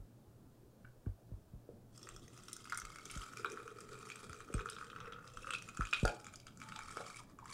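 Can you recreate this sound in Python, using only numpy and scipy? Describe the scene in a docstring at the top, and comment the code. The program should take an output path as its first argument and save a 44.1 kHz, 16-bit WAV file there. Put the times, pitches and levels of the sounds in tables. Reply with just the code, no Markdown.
"""In a quiet kitchen with a faint hum, bumps thud through the stone counter that carries the microphone.
The funnel taps the jar rim, then the pan knocks on the funnel, each ringing its own set of tones.
From about 1.9 s hot liquid with small lumps trickles from a saucepan through a plastic funnel into a glass jar:
random drops trap bubbles that ring the spout, the cone and the air in the filling jar, and single drops stand out.
Near the end the draining funnel glugs with large slow bubbles."""
import sys
import numpy as np
from scipy import signal
from scipy.io import wavfile
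from scipy.ndimage import uniform_filter1d

SR = 44100
rng = np.random.default_rng(int(sys.argv[2]) if len(sys.argv) > 2 else 0)


def master(y):
    """Save y as 16-bit WAV."""
    cut = np.clip(np.atleast_2d(y).T, -1, 1)
    pcm = np.round(cut * 32767)  # scale
    wavfile.write(sys.argv[1], SR, pcm.astype(np.int16))


N = 332246


def gain_of(db):
    """Turns decibels into a gain."""
    return 10 ** (np.asarray(db) / 20)


def evened(x):
    """Scales a sound to an average (rms) strength of 1."""
    return x / np.sqrt(np.mean(x ** 2) + 1e-20)


def read(points, hz):
    """Reads a (f/Hz, value) table between its points, on a log pitch axis."""
    f, value = np.transpose(points)
    return np.interp(np.log(hz + 1), np.log(f + 1), value)


def add(mix, s, sound):
    """Mixes a sound in at s seconds."""
    part = mix[round(s * SR):][:len(sound)]
    part += sound[:len(part)]


def resonate(x, hz, width):
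    """Shifts the pitch hz down to zero, smooths twice and shifts back: a steep resonance with a soft start."""
    turn = np.exp(2j * np.pi * np.cumsum(hz * np.ones(len(x))) / SR)
    r = np.exp(-np.pi * width / SR)
    low = x / turn + 1e-18
    for _ in range(2):
        low = signal.lfilter([1 - r], [1, -r], low)
    return 2 * (turn * low).real


def body(modes, x):
    """Rings a set of resonances with x; neighbours get opposite signs."""
    return sum((-1) ** k * gain_of(db) * resonate(x, hz, width) for k, (hz, width, db) in enumerate(modes))


def waver(count, depth):
    """An uneven gain around 1 that changes within a few milliseconds."""
    return 1 + depth * evened(resonate(rng.standard_normal(count), 0, 160))


def bubble(hz, cycles, rise=0.0073):
    """Trapped air swells softly, then dies away as its pitch rises a little; the envelope peaks at 1."""
    u = np.arange(round(4 * cycles * SR / hz)) * hz / SR / cycles
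    shape = u ** 0.76 * np.exp(-5.0 * u)
    return shape / shape.max() * np.sin(2 * np.pi * cycles * (u + rise * u ** 2))


# colour of the room tone and microphone hiss: (f/Hz, relative level per Hz/dB)
HUSH_COLOUR = [(12, -14), (25, 0), (45, -15), (75, -4.5), (120, -6.5), (190, -4.5), (350, -11),
               (600, -16.5), (950, -24), (1600, -30), (2000, -36.5), (5000, -37), (16000, -39)]
# wavering appliance hum: (f/Hz, width/Hz, level/dB)
HUM_TONE = (119.6, 17.7, -66.5)


def hush():
    """Noise shaped over pitch, its bass swelling a little, plus a narrow band of noise as the hum."""
    frames, hz = N // 512 + 5, np.fft.rfftfreq(2048, 1 / SR)
    a, b, patches = rng.standard_normal((frames, 1025, 3)).T
    smooth = uniform_filter1d(uniform_filter1d(patches, 8, 0), 10, 1)
    swell_db = 4.5 * evened(smooth) / (1 + hz[:, None] / 400)  # weaker towards the treble
    spectrum = (a + 1j * b) * gain_of(read(HUSH_COLOUR, hz)[:, None] + swell_db)
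    air = evened(signal.istft(spectrum, nperseg=2048, noverlap=1536)[1][:N])
    hum_hz, hum_width, hum_db = HUM_TONE
    hum = evened(resonate(rng.standard_normal(N), hum_hz, hum_width))
    return gain_of(-62) * air + gain_of(hum_db) * hum


# bumps on the counter: (t/s, level/dB, first f/Hz, last f/Hz, time to fall 60 dB/s, share of the slab mode)
COUNTER_BUMPS = [(0.0, -47, 89, 36, .12, 0.49), (1.065, -35.5, 315, 44, 0.13, 0.98),
                 (1.316, -42.5, 296, 44, 0.14, 0.95), (1.536, -44, 254, 40.4, 0.1, 0.23),
                 (2.1, -57, 81.5, 30.2, 0.21, .1), (2.83, -50.5, 120, 30, 0.21, 0.19),
                 (3.162, -38.5, 268, 39.5, 0.12, 0.42), (4.298, -46, 196, 62, 0.067, 0.49),
                 (4.543, -31, 311, 38.3, 0.13, 0.52), (5.793, -32.5, 288, 38, 0.14, 0.37),
                 (6.03, -25.5, 305, 35.8, 0.12, 0.31)]


def thuds():
    """Bending waves in the slab: treble arrives first, so the pitch falls; a slab mode and a dull rattle join in."""
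    out, t = np.zeros(N), np.arange(SR // 2) / SR
    for s, db, first_hz, last_hz, length, slab_share in COUNTER_BUMPS:
        hz = last_hz + (first_hz - last_hz) * np.exp(-t / 0.0062)
        bend = np.sin(2 * np.pi * np.cumsum(hz) / SR)
        slab = np.sin(2 * np.pi * 93 * t) * (1 - np.exp(-t / 0.0055))
        rattle = 0.13 * np.exp(-t / 0.031) * evened(resonate(rng.standard_normal(len(t)), 350, 380))
        onset = 1 - np.exp(-t / 0.0011)
        fade = gain_of(db - 60 * (t / length) ** 1.84)
        add(out, s, fade * (onset * (bend + slab_share * slab) + rattle))
    return out


# taps of the funnel on the jar rim: (t/s, relative level/dB)
RIM_TAPS = [(0.847, -54.5), (0.851, -52), (.875, -59), (1.061, -57.5)]
# what the taps ring: (f/Hz, width/Hz, relative level/dB)
RIM_MODES = [(1140, 160, -10), (1510, 260, 1), (2300, 140, -13), (2810, 260, -17)]


def rim_taps():
    """Each light tap is a single click that rings the rim's resonances."""
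    blows = np.zeros(N)
    for s, db in RIM_TAPS:
        blows[round(s * SR)] = gain_of(db + 37.0)
    return body(RIM_MODES, blows)


# how long the kitchen rings: (f/Hz, time to fall 60 dB/s)
KITCHEN_DECAY = [(300, 0.46), (1500, 0.24), (5000, 0.24), (12000, 0.025)]


def kitchen_echo(x):
    """Echoes are sparse taps of random sign, each pitch band dying at its own speed."""
    taps = np.zeros(SR // 2)
    at = np.arange(200, SR // 2 - 20, 20)
    taps[at + rng.integers(0, 20, len(at))] = rng.choice([-1., 1.], len(at))
    hz, t, z = signal.stft(taps, SR, nperseg=256)
    fade = gain_of(-60 * t / read(KITCHEN_DECAY, hz)[:, None])
    tail = signal.istft(z * fade, SR, nperseg=256)[1]
    return signal.fftconvolve(x, tail / np.linalg.norm(tail))[:N]


# knocks of the pan on the funnel: (t/s, peak level/dB, hardness as treble tilt per octave/dB,
# damping by the hand as a factor on ring time)
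PAN_KNOCKS = [(1.69, -41, -26, 0.56), (4.499, -41, -33, 0.65), (6.051, -21, -1, 0.5),
              (6.078, -31.5, 9, 0.77), (6.968, -39.5, -12, 0.35), (6.999, -38, -4.5, 0.59)]
# tones of the saucepan: (f/Hz, relative level/dB, undamped time to fall 60 dB/s)
PAN_MODES = [(370, -6, 0.13), (465, -0.5, 0.23), (558, 3, 0.17), (610, -9, 0.1), (631, -8, 0.35),
             (720, -3, 0.56), (816, -10.5, 0.75), (837, -8.5, 0.87), (1422, 4, 0.13), (1616, -6, 0.4),
             (2300, -34, 0.81), (3170, -15, 0.038), (4640, -22, 0.046)]


def knocks():
    """Each knock rings the pan's tones; soft blows favour the low ones."""
    out, t = np.zeros(N), np.arange(SR // 2) / SR
    phases = rng.random((len(PAN_KNOCKS), len(PAN_MODES)))
    for (s, db, tilt_db, damping), turns in zip(PAN_KNOCKS, phases):
        ring = np.zeros(len(t))
        for (hz, mode_db, t60), turn in zip(PAN_MODES, turns):
            fade = gain_of(mode_db + tilt_db * np.log2(hz / 500) - 60 * t / (t60 * damping))
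            ring += fade * np.sin(2 * np.pi * (hz * t + 0.43 * turn))
        strike = 1 + 2.0 * np.exp(-t / .008)  # the blow is louder than the ring that follows
        ring = ring * strike * waver(len(t), 0.58) * (1 - np.exp(-t / 0.0016))
        add(out, s, gain_of(db) * ring / abs(ring).max())
    return out


# the jar fills and its air shortens: (t/s, neck f/Hz, lengthwise air f/Hz, spout pitch as a factor,
# relative ring level of the bare glass/dB)
JAR_FILL = [(2.0, 357, 1860, 0.93, 3), (2.8, 380, 2130, 1, -10), (3.5, 419, 2425, 0.98, -27),
            (4.5, 420, 2410, 0.99, -3), (5.3, 504, 2660, 0.98, 0.5), (6.5, 518, 2310, 1, -61),
            (7.1, 536, 2300, 0.94, -41), (7.3, 533, 2320, 0.86, -6)]


def filling(column):
    """Reads one column of the filling jar for every sample."""
    rows = np.transpose(JAR_FILL)
    return np.interp(np.arange(N) / SR, rows[0], rows[column])


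# resonances, each (f/Hz, width/Hz, relative level/dB):
# air in the funnel tube, before the spout pitch factor
SPOUT_MODES = [(1313, 360, 19.5), (1450, 630, 14.5)]
# the funnel cone
CONE_MODES = [(2600, 550, -8), (3202, 286, 2), (3830, 770, -8)]
# small cross modes of jar and funnel
CROSS_MODES = [(4800, 2340, -6), (6100, 2100, 4), (7510, 1130, 2.5), (8300, 580, 4.5), (9400, 1430, -2.5),
               (10740, 1400, -4), (12000, 9000, -60)]
# the jar's glass
GLASS_MODES = [(3400, 130, -8), (5220, 420, -15), (5410, 250, -11), (6100, 370, -14), (8100, 170, -6.5)]


def voices(plop, blip, spray, smack):
    """Plops ring the spout, blips the jar air and cone, spray the cross modes and glass; smacks join the last two."""
    t = np.arange(N) / SR
    spout_modes = [(hz * filling(column=3), width, db) for hz, width, db in SPOUT_MODES]
    # a hiss follows each landing
    puff = signal.lfilter([1], [1, -np.exp(-1 / (0.0011 * SR))], abs(spray)) * rng.standard_normal(N)
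    wet = spray + 0.059 * puff + 1.3 * smack
    blip = blip + 0.79 * smack
    # the finest spray is heard without colouring, and weakens as the fall gets shorter
    finest = resonate(0.77 * smack + 0.031 * puff, hz=12140, width=5900)
    crisp = gain_of(0.5 - 2 * t) * finest
    cone = gain_of(-0.1 * (t - N / SR / 2)) * body(CONE_MODES, blip)  # eases off by 0.1 dB a second
    jar_air = gain_of(3.0) * resonate(blip, filling(column=2), 255)
    glass = gain_of(filling(column=4) + 18.5) * body(GLASS_MODES, wet)
    return body(spout_modes, plop), cone + jar_air, body(CROSS_MODES, wet) + glass + crisp


def slosh():
    """Power that each loud drop adds to the trickle's plops, blips and spray, dying away after it."""
    kicks = np.zeros((3, N))
    for s, blip_db, plop_db, spray_db, *_ in LOUD_DROPS:
        stir_db = np.add((plop_db, blip_db, spray_db), (-13.5, -17, -14.5))
        kicks[:, round(s * SR)] = gain_of(stir_db) ** 2
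    slosh_s = 0.022
    return signal.lfilter([1], [1, -np.exp(-2 / (slosh_s * SR))], kicks)


# jar air humming through the neck: (t/s, level before a fixed trim/dB)
NECK_LEVEL = [(1.95, -85), (2.05, -66), (2.3, -78.5), (3.3, -73.5), (3.45, -53), (3.72, -62), (3.9, -58),
              (4.15, -72.5), (4.28, -60), (4.45, -67), (4.55, -56.5), (4.85, -65.5), (5.1, -63.5),
              (5.3, -76), (5.5, -61), (5.7, -92)]


def neck_hum(sizes):
    """Drops and a little noise pump the jar's air through its neck, which hums at its own pitch."""
    hum = resonate(sizes + 0.11 * rng.standard_normal(N), filling(column=1), 95)
    level_db = np.interp(np.arange(N) / SR, *np.transpose(NECK_LEVEL), left=-130, right=-130)
    return gain_of(level_db + 1.0) * evened(hum)


# strength of the trickle before fixed trims: (t/s, level of the spout ring/dB, level of the spray/dB)
TRICKLE_LEVEL = [(1.919, -91, -84.5), (1.99, -73, -70), (2.2, -82, -76), (2.45, -67, -67),
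                 (2.65, -71.5, -67.5), (2.9, -61.5, -67), (3.03, -70, -68.5), (3.16, -58.5, -59),
                 (3.51, -61.5, -69.5), (3.78, -65, -71), (4.2, -61, -64.5), (4.4, -69, -70.5),
                 (4.5, -65, -75.5), (4.75, -65, -65), (5.15, -57, -84), (5.42, -75, -66),
                 (5.73, -64.5, -69.5), (6.05, -70, -59), (6.2, -67, -73.5), (6.45, -82, -79),
                 (6.58, -83, -83), (6.63, -57.5, -65), (6.81, -62.5, -68.5), (7.06, -61, -62.5),
                 (7.2, -65.5, -65), (7.27, -71.5, -80.5), (7.37, -80, -88), (7.42, -74, -83.5),
                 (7.53, -56.5, -57)]
# bubbles of plops, blips and spray, one row each: (low f/Hz, high f/Hz, length in cycles)
BUBBLE_KINDS = [(1065, 1980, 4.6), (2150, 4860, 10.4), (4480, 10450, 39.3)]


def trickle():
    """Random drops of widely spread size, in clumps, over a fine splash; each traps bubbles of chance pitch."""
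    drops_per_s = 950
    clumps = gain_of(5.0 * evened(uniform_filter1d(rng.standard_normal(N), 700)))
    hits = rng.random(N) < drops_per_s / SR * clumps / clumps.mean()
    sizes = hits * gain_of(5.4 * np.minimum(rng.exponential(1, N), 3.5))
    parts = []
    for low_hz, high_hz, cycles in BUBBLE_KINDS:
        kind = rng.integers(0, 10, N)  # one of ten bubble pitches for each drop
        size = sizes * gain_of(3.2 * rng.standard_normal(N))
        train = np.zeros(N)
        for k, hz in enumerate(np.geomspace(low_hz, high_hz, num=10)):
            train += signal.oaconvolve(size * (kind == k), bubble(hz, cycles))[:N]
        splash = evened(resonate(rng.standard_normal(N), (low_hz + high_hz) / 2, high_hz - low_hz))
        parts.append(evened(train) + .4 * splash)
    rings = voices(*parts, 0.66 * evened(sizes))

    s, spout_db, spray_db = np.transpose(TRICKLE_LEVEL)
    levels_db = spout_db + 2.5, spray_db - 1, spray_db + 2.5  # plops, blips, spray
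    out = neck_hum(sizes)
    for ring, raw, db, trim_db, stir in zip(rings, parts, levels_db, (2.5, 0, 2.5), slosh()):
        steady = gain_of(np.interp(np.arange(N) / SR, s, db, left=-130 + trim_db))
        out += np.sqrt(steady ** 2 + stir) * evened(evened(ring) + 0.52 * raw)
    return out


# loud drops and lumps, levels before fixed trims: (t/s, blip level/dB, plop level/dB, spray level/dB,
# blip f/Hz, spray f/Hz)
LOUD_DROPS = [(1.9775, -64, -63.5, -55, 3380, 7600), (2.03, -52, -59, -55, 3280, 5480),
              (2.0722, -47, -48.5, -75, 1930, 7530), (2.0897, -42.5, -46.5, -51, 2270, 7630),
              (2.1637, -53, -53, -54.5, 3340, 5560), (2.2808, -52, -82, -60.5, 1920, 6000),
              (2.3766, -52, -60, -57, 2300, 5700), (2.484, -42, -49.5, -51, 3400, 5340),
              (2.5313, -42, -63, -38.5, 3540, 9400), (2.5662, -51, -49.5, -47, 3500, 6000),
              (2.6553, -46, -47.5, -57, 2420, 9050), (2.6982, -43, -51, -50.5, 1910, 4950),
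              (2.723, -33.5, -32, -48, 1780, 4530), (2.7302, -44, -34.5, -62, 1850, 5240),
              (2.746, -48, -53, -47, 2150, 5700), (2.7751, -44, -43.5, -36, 2070, 9470),
              (2.7877, -58, -44, -54, 1800, 5930), (2.8, -52, -59, -44.5, 3490, 5900),
              (2.8179, -45, -40.5, -56, 1820, 5950), (2.8529, -42, -50, -49, 2170, 7800),
              (2.9592, -44, -45.5, -54, 2080, 4600), (2.986, -46, -48, -57, 2250, 5460),
              (3.0555, -45, -52, -47, 3550, 6020), (3.1, -39, -60, -58, 2740, 4380),
              (3.1134, -45, -61, -42.5, 2270, 9300), (3.1743, -55, -43.5, -49, 2240, 6250),
              (3.3348, -59, -45.5, -58, 2250, 6300), (3.3718, -43, -47, -48, 2600, 5600),
              (3.4468, -34.5, -28.5, -68, 2600, 4640), (3.5005, -50, -54, -53, 2310, 5500),
              (3.5193, -45, -47, -49, 2380, 6000), (3.5738, -46, -39, -66, 1740, 5130),
              (3.6788, -45, -42, -55.5, 2470, 5950), (3.806, -53, -65, -48.5, 2540, 8500),
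              (3.944, -52, -62, -62, 3580, 4400), (3.99, -55, -62, -57, 2530, 7600),
              (4.102, -35, -46, -52, 2230, 6750), (4.1583, -43, -49.5, -51, 2340, 8100),
              (4.296, -47, -54, -53, 2110, 9250), (4.3309, -45, -44.5, -54.5, 2000, 4640),
              (4.4048, -44, -45.5, -55.5, 1770, 7700), (4.5283, -48, -57, -60, 2560, 8300),
              (4.5409, -38.5, -40.5, -43, 2420, 8300), (4.581, -45, -46, -64, 1800, 6100),
              (4.5935, -41, -38, -65, 1810, 5300), (4.5981, -44, -39, -60, 2600, 6610),
              (4.6586, -66, -37.5, -58, 1800, 7600), (4.6892, -36.5, -41, -71, 3270, 5700),
              (4.6996, -43, -51, -40, 2840, 9500), (4.7227, -42, -46, -61, 3870, 8300),
              (4.766, -40, -43, -73, 3470, 4570), (4.7851, -49, -42, -70, 3840, 7080),
              (4.8125, -67, -41, -63, 1800, 8350), (4.8264, -68, -40, -72, 1800, 4610),
              (4.8439, -48, -46, -59.5, 1830, 4540), (4.9015, -41, -47.5, -67, 3170, 4410),
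              (4.9308, -57, -44, -73, 1830, 7350), (4.9622, -45, -40, -64, 2780, 4400),
              (5.004, -40.5, -43.5, -59.5, 3200, 6060), (5.0575, -46, -44, -66, 2600, 5470),
              (5.124, -40, -47.5, -61.5, 3170, 6100), (5.2767, -44, -52, -59, 3810, 4900),
              (5.3721, -48, -43, -59, 3830, 6050), (5.433, -44.5, -56, -69, 2630, 6060),
              (5.4452, -53, -41, -70, 2620, 6240), (5.471, -45, -38.5, -71, 2630, 6100),
              (5.4913, -54, -39, -61, 2670, 8300), (5.5072, -28, -36.5, -44, 2590, 8200),
              (5.5363, -30, -40, -43.5, 2560, 8450), (5.5843, -41.5, -69, -56, 2630, 5650),
              (5.6232, -40.5, -54, -50, 2300, 5820), (5.689, -39.5, -48.5, -51, 2380, 6900),
              (5.7725, -46, -40.5, -49.5, 2660, 7100), (5.8091, -46, -30.5, -52.5, 1790, 6200),
              (5.8213, -40, -51, -60, 2200, 4640), (5.8537, -35, -45, -51.5, 2350, 6830),
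              (5.8714, -46, -49, -56, 2320, 7100), (5.9297, -24.5, -29, -56, 2500, 4600),
              (5.9346, -18, -34.5, -43.5, 2670, 4640), (5.9464, -44, -46, -54, 2500, 4610),
              (5.9634, -44, -41.5, -56, 2650, 4700), (5.9994, -34, -50, -54, 2680, 7000),
              (6.053, -32, -32, -38.5, 3810, 4560), (6.0786, -32, -46, -45.5, 2360, 4700),
              (6.2008, -54, -60, -56, 2330, 5470), (6.2454, -47, -55, -50, 2430, 6700),
              (6.2676, -42.5, -46, -50, 2080, 6950), (6.339, -49, -53.5, -54, 2210, 6800),
              (6.358, -55, -64, -50.5, 3140, 4940), (6.401, -49, -73, -58, 3100, 4730),
              (6.4685, -47.5, -50.5, -55.5, 2370, 4750), (6.574, -74, -58, -54.5, 2270, 6900),
              (6.6018, -51, -53, -56, 2290, 5660), (6.617, -39, -45, -56.5, 2300, 4720),
              (6.6372, -50, -55, -59, 2350, 6800), (6.6889, -42, -50, -55, 1800, 4930),
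              (6.7222, -38, -43, -61, 2600, 4760), (6.762, -33, -48, -50.5, 3460, 4670),
              (6.791, -40, -40.5, -50, 2240, 6870), (6.9127, -50, -57, -51, 2300, 8260),
              (6.9709, -41, -36.5, -51.5, 3200, 4700), (7.1011, -64, -47.5, -71, 2210, 8510),
              (7.1696, -44, -59, -49, 2180, 7960), (7.3887, -57, -49, -66, 2280, 7040),
              (7.457, -58, -46, -57.5, 2310, 7600)]


def drops():
    """Single loud drops and lumps: a smack and three bubbles each, heard directly and through spout, cone and jar."""
    parts, smack = np.zeros((3, N)), np.zeros(N)
    chances = np.cos(np.pi * rng.random(len(LOUD_DROPS)))
    for (s, blip_db, plop_db, spray_db, blip_hz, spray_hz), chance in zip(LOUD_DROPS, chances):
        smack[round(s * SR)] = gain_of(spray_db)
        pitches = 1194 * (1 + 0.029 * chance), blip_hz, spray_hz  # plops vary a little by chance
        levels_db = plop_db, blip_db, spray_db
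        for part, db, hz, (_, _, cycles) in zip(parts, levels_db, pitches, BUBBLE_KINDS):
            add(part, s - .001, gain_of(db) * bubble(hz, 0.4 * cycles))
    out = np.zeros(N)
    rings = voices(*parts, smack)
    for raw, ring, raw_db, ring_db in zip(parts, rings, (-19.0, -3.5, -1.5), (-4.0, -2.5, 3.5)):
        out += gain_of(raw_db) * raw + gain_of(ring_db) * ring
    return out


# large slow bubbles as the funnel drains: (t/s, level before wavering/dB, f/Hz, length in cycles)
FUNNEL_GLUGS = [(6.615, -65.5, 880, 180), (6.757, -56, 862, 94), (7.202, -53, 986, 28),
                (7.42, -55, 966, 38), (7.461, -48, 1080, 40)]


def glugs():
    """Unsteady glugs in the emptying funnel: long bubbles of fixed pitch and wavering strength."""
    out = np.zeros(N)
    for s, db, hz, cycles in FUNNEL_GLUGS:
        glug = bubble(hz, cycles, rise=0)
        add(out, s, gain_of(db) * glug * waver(len(glug), 1.13))
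    return out


def scene():
    """Airborne sources get the kitchen's echo; thuds reach the microphone through the counter."""
    near = rim_taps() + knocks() + trickle() + drops() + glugs()
    return (hush() + thuds() + near + gain_of(-11.5) * kitchen_echo(near))[None]


def record(dry):
    """Removes the treble above 15850 Hz."""
    low_pass = signal.firwin(511, 15850, window=("kaiser", 9), fs=SR)
    return signal.oaconvolve(dry, low_pass[None], "same")


dry = scene()
out = record(dry)
master(out)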